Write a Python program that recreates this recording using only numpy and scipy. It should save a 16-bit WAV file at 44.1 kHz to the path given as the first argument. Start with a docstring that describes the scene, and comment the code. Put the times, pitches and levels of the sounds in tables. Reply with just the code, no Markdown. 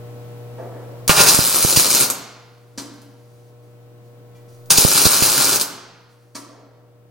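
"""Tack welding in a workshop

Two MIG tack welds on a steel frame in a hard-walled shop, over transformer hum and the rush of a cooling fan.
The arc strikes with a bang and sputters (shaped noise, low electrical thumps), then crackles as the wire shorts
about a hundred times a second (spikes and fizz). A faint hiss lingers, a valve clacks, gloves and torch scuff.
A stereo microphone pair hears it with reflections and a long tail; the camera's gain ducks and creeps back."""
import sys
import numpy as np
from scipy import signal
from scipy.fft import rfft, irfft, next_fast_len
from scipy.io import wavfile
from scipy.ndimage import uniform_filter1d, map_coordinates

SR = 44100
rng = np.random.default_rng(int(sys.argv[2]) if len(sys.argv) > 2 else 0)


def store_pcm(level_fs):
    """Save levels as 16-bit WAV."""
    pcm = np.round(np.clip(level_fs, -1, 1) * 32767).astype(np.int16)
    wavfile.write(sys.argv[1], SR, np.atleast_2d(pcm).T)


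N = 313462

# Transformer hum. Each row: multiple of the mains frequency, relative level in dB.
HUM_HARMONICS = [(2, -39.5), (5, -57.5), (6, -57.5), (7, -65.5), (8, -46), (10, -54), (12, -62.5),
                 (13, -63), (16, -69.5), (18, -65.5), (22, -66.5), (25, -72)]
MAINS_HZ = 59.9
# Rush of the cooling fan. Each row: frequency in Hz, relative density in dB per Hz.
FAN_SPECTRUM = [(25, -15), (50, -12), (110, -2.5), (250, -0.5), (650, -5.5), (1400, -15.5), (2800, -20),
                (6500, -26.5), (10500, -28.5), (15800, -23.5)]
# Likeness of the fan at the two microphones. Each row: frequency in Hz, left-right correlation (-1 to 1).
FAN_ALIKE = [(100, 1), (450, 0.38), (1200, 0.11), (3000, -.1), (6000, -0.15), (15000, .1)]

# Faint hiss at the nozzle; the first outlasts the valve's clack. Each row: start in seconds, end in seconds.
GAS_HISS = [(1.08, 3.5), (4.7, 6.35)]
# Gloves and torch shift on the frame.
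# Each row: start in seconds, dull level in dB, bright level in dB, 60 dB decay in seconds.
SCUFFS = [(.58, -33.5, -60, 0.38), (.73, -46, -74, 1.5), (3.31, -74, -63, .4), (3.619, -68.5, -61, .6),
          (4.021, -72, -60, .6), (4.35, -58.5, -56.5, .4), (4.48, -68, -54.5, .9), (6.09, -57, -52, .9),
          (6.48, -38.5, -64.5, 1.28)]
# Small ticks of spatter and wire. Each row: time in seconds, level in dB.
TICKS = [(1.0786, 11.5), (2.9394, -19.5), (3.0185, -16), (4.3494, -35.5), (4.6593, -22)]
# Colour of the dull part of a scuff. Each row: frequency in Hz, relative density in dB per Hz.
DULL_SPECTRUM = [(80, -24.5), (300, 2.5), (550, 6.5), (750, 1.5), (1000, -8.5), (1700, -13), (3000, -34),
                 (10000, -58)]
# The torch nozzle touches the steel. Each row: frequency in Hz, level in dB, 60 dB decay in seconds.
NOZZLE_MODES = [(1960, -58, 0.25), (2360, -59, .3), (2900, -61, .28), (3380, -57, .3)]

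# The gas valve shuts. Each row: time in seconds, level in dB.
VALVE_CLACKS = [(2.776, -16.5), (6.348, -15)]
# Colour of the valve's rattle. Each row: frequency in Hz, relative density in dB per Hz.
CLACK_SPECTRUM = [(60, -21), (190, 1), (272, 12), (370, -2), (1200, -5), (2600, -10), (5000, 0),
                  (7000, -4.5), (10000, -8.5), (15800, -18.5)]
# The welder's case rings with the valve.
# Each row: frequency in Hz, level in dB within the clack, 60 dB decay in seconds.
CASE_MODES = [(250, -17, 0.052), (283, -3.5, 0.15), (940, -22, 0.18), (1371, -19, 0.22), (3130, -28, 0.51),
              (4750, -17, 0.065)]

# Low electrical thumps picked up as the arc switches. Each row: time in seconds, level in dB.
THUMPS = [(1.0951, 14), (1.3445, 3), (1.3893, 12), (1.6481, 12.5), (1.7723, 10), (4.7836, 15.5),
          (4.849, 23), (5.0547, 16.5), (5.0657, 16.5), (5.2221, 13.5)]
SMALL_THUMP_DB = -3  # ceiling of the lesser ones that fall at random while the wire feeds
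LEFT_LAG_S = .0004  # the left pulse comes this much later

# The tack welds. Each row: arc lit in seconds, wire feeding steadily in seconds, trigger let go in seconds,
# short circuits per second, sizzle level in dB, roar level in dB, crack level over the sizzle in dB.
WELDS = [(1.092, 1.303, 2.056, 100, -8.5, -23.5, 27), (4.7, 4.789, 5.564, 105, -2.5, -14, 25)]
# The arc strikes or flares.
# Each row: start in seconds, sizzle in dB, roar in dB, swell in seconds, 60 dB decay in seconds.
FLARES = [(1.0933, 3, 5, .001, 0.077), (1.13, -4.5, -5, .068, 0.22), (1.209, 3.5, -14, .002, 0.029),
          (1.258, 2, -14.5, .032, 0.13), (1.759, 2.5, -11.5, .004, 0.11), (1.92, -14.5, -20.5, .11, .1),
          (4.7038, 13.5, -6.5, .001, .05), (4.766, 7, -17, .013, .1), (4.9, -8.5, -26, .09, .2),
          (5.049, 8, -9.5, .005, .06), (5.223, 4.5, -12.5, .003, .08), (5.598, -4.5, -26, 0.018, .09)]
# The loudest cracks of spatter. 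Each row: time in seconds, relative level in dB.
LOUD_CRACKS = [(1.3194, 0), (1.3354, -1), (1.3474, 3), (1.5454, -2), (1.5678, -4), (1.6262, 0.5),
               (1.7265, -2), (1.7968, 3.5), (1.9046, -2), (1.949, 1), (2.0098, -1.5), (2.1011, -4.5),
               (4.995, -1), (5.1003, -3), (5.1911, -2.5), (5.5124, -3), (5.5468, -4), (5.5987, -3.5),
               (5.6124, -0.5)]
LOUD_CRACK_DB = 23  # gain shared by those cracks
ARC_RISE_S, ARC_FADE_S = .005, .012  # time constants of lighting and going out
SAG_DB_PER_S = 2.5  # the sizzle calms as the steel heats up
WANDER_DB, WANDER_PER_S = 0.47, 18  # the arc length is never quite steady
DIP_DB, DIP_S = 1.5, 0.035  # the arc burns weakly after each listed thump
# Colours of the sizzle, the cracks and the roar. Each row: frequency in Hz, relative density in dB per Hz.
SIZZLE_SPECTRUM = [(40, -31), (170, -6), (400, -10), (1300, -11), (1850, -12.5), (3500, -5.5), (4400, 0),
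                   (6200, 0), (7500, -4.5), (9000, -0.5), (11000, -1), (13500, -6), (15800, -4),
                   (16500, -40)]
CRACK_SPECTRUM = [(40, -32), (200, -6.5), (1300, -8), (1900, -13), (3500, -5.5), (4400, -2), (6000, -1.5),
                  (7500, -2), (9300, 1), (11500, 0.5), (15800, -6), (16500, -41.5)]
ROAR_SPECTRUM = [(30, -28), (140, -2.5), (400, -1.5), (800, -1), (1200, 0), (2050, -4), (3000, -3.5),
                 (6000, -23.5), (15000, -46.5)]
# Resonances of the steel frame. Each row: centre in Hz, width in Hz, gain at the centre in dB.
FRAME_MODES = [(171, 14, 0.5), (293, 28, -1.5), (1206, 16, -6.5), (1406, 54, -5), (1497, 20, -6.5),
               (4210, 32, -4.5), (4351, 33, -5), (4840, 36, -5), (4905, 20, -4), (5906, 18, -6),
               (6509, 35, -5), (8822, 45, -8)]

# Decay of the workshop's tail. Each row: frequency in Hz, 60 dB decay in seconds.
HALL_DECAY = [(100, 1.3), (300, 1), (1000, 1.08), (2000, 1.17), (5000, 0.86), (9000, 0.4147), (14000, 0.31)]
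# Colour of the tail. Each row: frequency in Hz, level in dB before each source's own tail setting.
HALL_LEVEL = [(30, -12.5), (170, -2.5), (1000, 2), (5000, -7.5), (14000, -1.5)]
# Likeness of the microphones in the diffuse field. Each row: frequency in Hz, left-right correlation.
ROOM_ALIKE = [(100, .93), (450, .84), (1200, .76), (5000, .58), (9000, .48), (15000, 0.52)]
# Phase between the microphones. Each row: frequency in Hz, lag of the right in radians (negative: it leads).
MIC_LAG = [(3000, -0.5), (7000, 0.1), (8600, -1.2), (10500, -2.5), (15000, -2)]
# Balance of the microphones. Each row: frequency in Hz, left over right in dB.
MIC_BALANCE = [(200, -1), (6000, -0.5), (9000, 4), (12000, -0.5)]
TOP_HZ = 15900  # the camera passes nothing above this


def amp(db):
    """Decibels to gain."""
    return 10 ** (np.asarray(db) / 20)


def unit(x):
    """Scale to rms 1."""
    return x / np.sqrt(np.mean(x ** 2) + 1e-20)


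def along(points, hz):
    """Read (Hz, value) points on a log frequency axis."""
    f, v = np.transpose(points)
    return np.interp(np.log(hz + 1), np.log(f + 1), v)


def clock():
    """The time of every sample, in seconds."""
    return np.arange(N) / SR


def wobble(rate):
    """A smooth random curve with this many knots a second."""
    knots = rng.standard_normal(int(N * rate / SR) + 4)
    return map_coordinates(knots, [clock() * rate])


def filtered(x, response):
    """x times a complex response of frequency."""
    m = next_fast_len(N + SR // 2)
    return irfft(rfft(x, m) * response(np.fft.rfftfreq(m, 1 / SR)), m)[..., :N]


def convolved(x, kernel):
    """x through one kernel, or one per channel."""
    return signal.fftconvolve(np.atleast_2d(x), np.atleast_2d(kernel), axes=1)[:, :N]


def coloured(x, spectrum, size=4096):
    """x through a causal minimum-phase filter of unit energy with this spectrum."""
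    # folding the cepstrum onto positive times makes the filter causal
    cepstrum = irfft(np.log(amp(along(spectrum, np.fft.rfftfreq(size, 1 / SR)))))
    cepstrum[1:size // 2] *= 2
    cepstrum[size // 2 + 1:] = 0
    kernel = irfft(np.exp(rfft(cepstrum)))
    return convolved(x, kernel / np.linalg.norm(kernel))[0]


def noise(spectrum):
    """Coloured noise of about rms 1."""
    return coloured(rng.standard_normal(N), spectrum)


def impulses(times, gains):
    """One spike at each time."""
    return np.bincount(np.round(np.asarray(times) * SR).astype(int), gains, N)[:N]


def decay(age, t60):
    """An exponential fall of 60 dB in t60 seconds."""
    return np.exp(-np.log(1000) * age / t60)


def burst(s, t60, rise):
    """An envelope that rises at s and dies away."""
    age = np.maximum(clock() - s, 0)
    return (1 - np.exp(-age / rise)) * decay(age, t60)


def surge(s, swell, t60):
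    """An envelope that grows from s for swell seconds, then dies away."""
    age = clock() - s
    return np.clip(age / swell, 0, 1) * decay(np.maximum(age - swell, 0), t60)


def ringing(s, modes, chatter=0.55):
    """Damped modes set going at s, their phase roughened by the chattering contact."""
    total = 0
    for hz, db, t60 in modes:
        phase = 2 * np.pi * hz * (clock() - s) + chatter * wobble(hz / 12)
        total = total + amp(db) * burst(s, t60, rise=0.0023) * np.sin(phase)
    return total


def spread(pair, hz, alike):
    """Two unrelated spectra become left and right of a diffuse field with this likeness."""
    turn = np.arccos(np.clip(along(alike, hz), -1, 1)) / 2
    mid, side = pair[0] * np.cos(turn), pair[1] * np.sin(turn)
    return np.array([mid + side, mid - side])


def diffuse(t60s, levels):
    """A stereo tail of noise in which each frequency has its own level and decay."""
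    hz, t, z = signal.stft(rng.standard_normal((2, SR + SR // 2)), SR, nperseg=256)
    t60 = along(t60s, hz)[:, None]
    level = amp(along(levels, hz))[:, None]
    unit_energy = np.sqrt(2 * np.log(1000) / (t60 * SR))
    shape = level * decay(t, t60) * unit_energy
    return signal.istft(spread(z, hz[:, None], ROOM_ALIKE) * shape, SR, nperseg=256)[1]


def workshop(x, scatter_db, tail_db):
    """Direct sound, three near reflections, a quick scatter off the frame and the long tail of the shop."""
    scatter = diffuse([(200, 0.077), (10000, .13)], [(1000, scatter_db)])
    response = scatter + amp(tail_db) * diffuse(HALL_DECAY, HALL_LEVEL)
    response[:, 0] += 1  # direct sound
    for delay_s, gain in [(.0017, 0.22), (.0053, .25), (.0076, .35)]:
        response[:, round(delay_s * SR)] += gain
    return convolved(x, response)


def transformer(hum_db=2.0):
    """The transformer hums in steady sines on multiples of the mains frequency."""
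    lines = 0
    for multiple, db in HUM_HARMONICS:
        cycles = multiple * MAINS_HZ * clock() + rng.random()
        lines = lines + amp(db) * np.sin(2 * np.pi * cycles)
    return amp(hum_db) * np.sqrt(2) * lines  # a sine of peak root 2 has rms 1


def fan(fan_db=-45):
    """The cooling fan rushes steadily: turbulent noise, spread wide between the microphones."""
    spectra = rfft([noise(FAN_SPECTRUM), noise(FAN_SPECTRUM)])
    return amp(fan_db) * irfft(spread(spectra, np.fft.rfftfreq(N, 1 / SR), FAN_ALIKE), N)


def background():
    """Hum and fan together, a little stronger in the left microphone."""
    return (transformer() + fan()) * amp([[1.05], [-1.05]])


def gas(gas_db=-60):
    """Faint hiss of noise through each weld and for a while after, the first outlasting its valve's clack."""
    hissing = sum((clock() > start) & (clock() < end) for start, end in GAS_HISS)
    return amp(gas_db) * hissing * noise(SIZZLE_SPECTRUM)


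def scuffs():
    """Gloves and torch rub on the frame: dull and bright friction noise in soft strokes."""
    dull, bright = 0, 0
    for s, dull_db, bright_db, t60 in SCUFFS:
        stroke = burst(s, t60, rise=0.0041)
        dull = dull + amp(dull_db) * stroke
        bright = bright + amp(bright_db) * stroke
    unevenness = amp(1.8 * wobble(40))
    return unevenness * (dull * noise(DULL_SPECTRUM) + bright * noise(SIZZLE_SPECTRUM))


def ticks():
    """Spatter and wire tick: single spikes with the colour of a crack."""
    s, db = np.transpose(TICKS)
    return coloured(impulses(s, amp(db)), CRACK_SPECTRUM)


def nozzle_touch():
    """The torch nozzle touches the steel and rings faintly in a few damped modes."""
    return ringing(4.347, NOZZLE_MODES, chatter=.85)


def valve(rattle_db=3):
    """The gas solenoid drops shut: a burst of rattling noise, and the welder's case rings."""
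    rattle = unit(amp(rattle_db * wobble(400)) * noise(CLACK_SPECTRUM))
    total = 0
    for s, db in VALVE_CLACKS:
        clack = rattle * burst(s, t60=0.13, rise=0.00068)
        total = total + amp(db) * (clack + ringing(s, CASE_MODES))
    return total


def thumps(width_s=0.00028, swing_hz=120, swing=1.6, fade_s=0.0027, left_share=0.55):
    """Electrical pickup as the arc switches: a blunt pulse, later on the left, with a low swing on the right."""
    t = np.arange(SR // 20) / SR
    lead_s = .0006  # room for the pulse's rising side

    def pulse(at):
        return np.exp(-((t - at) / width_s) ** 2)

    age = np.maximum(t - lead_s, 0)
    swing_back = swing * np.sin(2 * np.pi * swing_hz * age) * np.exp(-age / fade_s)
    left = left_share * pulse(lead_s + LEFT_LAG_S)
    right = pulse(lead_s) - swing_back

    s, db = np.transpose(THUMPS)
    jolts = impulses(s, amp(db))
    for _, feeding, stop, *_ in WELDS:
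        when, size = rng.random(size=(14, 2)).T
        # lesser jolts of either polarity
        jolts = jolts + impulses(feeding + when * (stop - feeding), amp(SMALL_THUMP_DB) * (2 * size - 1))
    return convolved(jolts, [left, right])


def arc_levels():
    """Sizzle and roar gains: each weld lights, burns, dips after a listed thump and goes out; sizzle calms."""
    t, sizzle, roar = clock(), 0, 0
    for start, _, stop, _, sizzle_db, roar_db, _ in WELDS:
        age = np.maximum(t - start, 0)
        burning = (1 - np.exp(-age / ARC_RISE_S)) * np.exp(-np.maximum(t - stop, 0) / ARC_FADE_S)
        sizzle = sizzle + burning * amp(sizzle_db - SAG_DB_PER_S * age)
        roar = roar + burning * amp(roar_db)
    starved = sum((t > s) * np.exp(-((t - s) / DIP_S) ** 2) for s, _ in THUMPS)
    unrest = amp(-WANDER_DB * wobble(WANDER_PER_S) - DIP_DB * np.minimum(starved, 1))
    return sizzle * unrest, roar * unrest


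def plasma(sizzle, roar, grain_db=4.0, plasma_db=-1.07):
    """The arc's hot gas sizzles and roars: two noises that surge with each flare and pulse with the current."""
    for s, sizzle_db, roar_db, swell, t60 in FLARES:
        flare = surge(s, swell, t60)
        sizzle = sizzle + amp(sizzle_db) * flare
        roar = roar + amp(roar_db) * flare
    # the rectified current pulses at twice the mains; the boiling metal adds fine grain
    ripple = 1 + 0.16 * np.sin(2 * np.pi * 2 * MAINS_HZ * clock())
    grain = amp(plasma_db) * unit(amp(grain_db * wobble(1500)))
    return ripple * grain * (sizzle * noise(SIZZLE_SPECTRUM) + roar * noise(ROAR_SPECTRUM))


def cracks(sizzle, scatter_db=3, jitter=.22):
    """Each short circuit of the wire ends in a crack, at a jittered rate; the loudest have set times."""
    loud_s, loud_db = np.transpose(LOUD_CRACKS)
    spikes = impulses(loud_s, amp(LOUD_CRACK_DB + loud_db))
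    for _, feeding, stop, rate, _, _, over_db in WELDS:
        timing, size = rng.standard_normal((150, 2)).T
        s = feeding + np.cumsum(np.exp(jitter * timing)) / rate
        # a drop takes time to form: no ordinary crack within 5 ms of a loud one
        clear = np.abs(s[:, None] - loud_s).min(axis=1) > .005
        ready = (s < stop) & clear
        gain = np.interp(s, clock(), sizzle) * amp(over_db + scatter_db * np.clip(size, -2, 1))
        spikes = spikes + impulses(s[ready], gain[ready])
    return spit(spikes)


def spit(spikes, fizz=.22, life_s=0.00062):
    """Each crack is a spike and about a millisecond of fizz as the arc relights."""
    fading = np.exp(-np.arange(SR // 100) / SR / life_s)
    tail = fizz * convolved(spikes, fading)[0] * rng.standard_normal(N)
    return coloured(spikes + tail, CRACK_SPECTRUM)


def frame(x):
    """The steel under the arc adds its narrow resonances."""
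    def response(f):
        total = 1
        for centre, width, db in FRAME_MODES:
            loss = 1j * f * width
            total = total + amp(db) * loss / (centre * centre - f * f + loss)
        return total
    return filtered(x, response)


def weld():
    """The arc's plasma and cracks, ringing the frame and filling the shop."""
    sizzle, roar = arc_levels()
    burning = workshop(frame(plasma(sizzle, roar)), scatter_db=0, tail_db=0.5)
    return burning + workshop(frame(cracks(sizzle)), scatter_db=0.5, tail_db=-1)


def microphones(x):
    """The pair differs in level and phase with frequency, so the treble turns out of phase."""
    def ports(hz):
        half_db = along(MIC_BALANCE, hz) / 2
        return [amp(half_db), amp(-half_db) * np.exp(-1j * along(MIC_LAG, hz))]
    return filtered(x, ports)


def scene():
    """Everything sounds in the shop before the microphone pair; the electrical thumps bypass room and pair."""
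    small = gas() + scuffs() + ticks() + nozzle_touch() + valve()
    room = background() + workshop(small, scatter_db=0, tail_db=5) + weld()
    return microphones(room) + thumps()


def gain_control(x, limit_db=-6.0, recovery_db_per_s=2.5, window=440):
    """The gain drops at once when the level passes the limit, then recovers by a few dB a second."""
    power = np.abs(uniform_filter1d(np.mean(x ** 2, axis=0), window))  # averaged over 10 ms
    excess = np.maximum(10 * np.log10(power + 1e-12) - limit_db, 0)
    creep = recovery_db_per_s * clock()
    # the running maximum holds the strongest demand so far, which the creep slowly pays back
    return x * amp(creep - np.maximum.accumulate(excess + creep))


def record(dry):
    """Gain control, rounded clipping at full scale and the camera's band limit."""
    x = gain_control(dry)
    x = x / (1 + np.abs(x) ** 6) ** (1 / 6)
    return filtered(x, lambda hz: hz < TOP_HZ)


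dry = scene()
out = record(dry)
store_pcm(out)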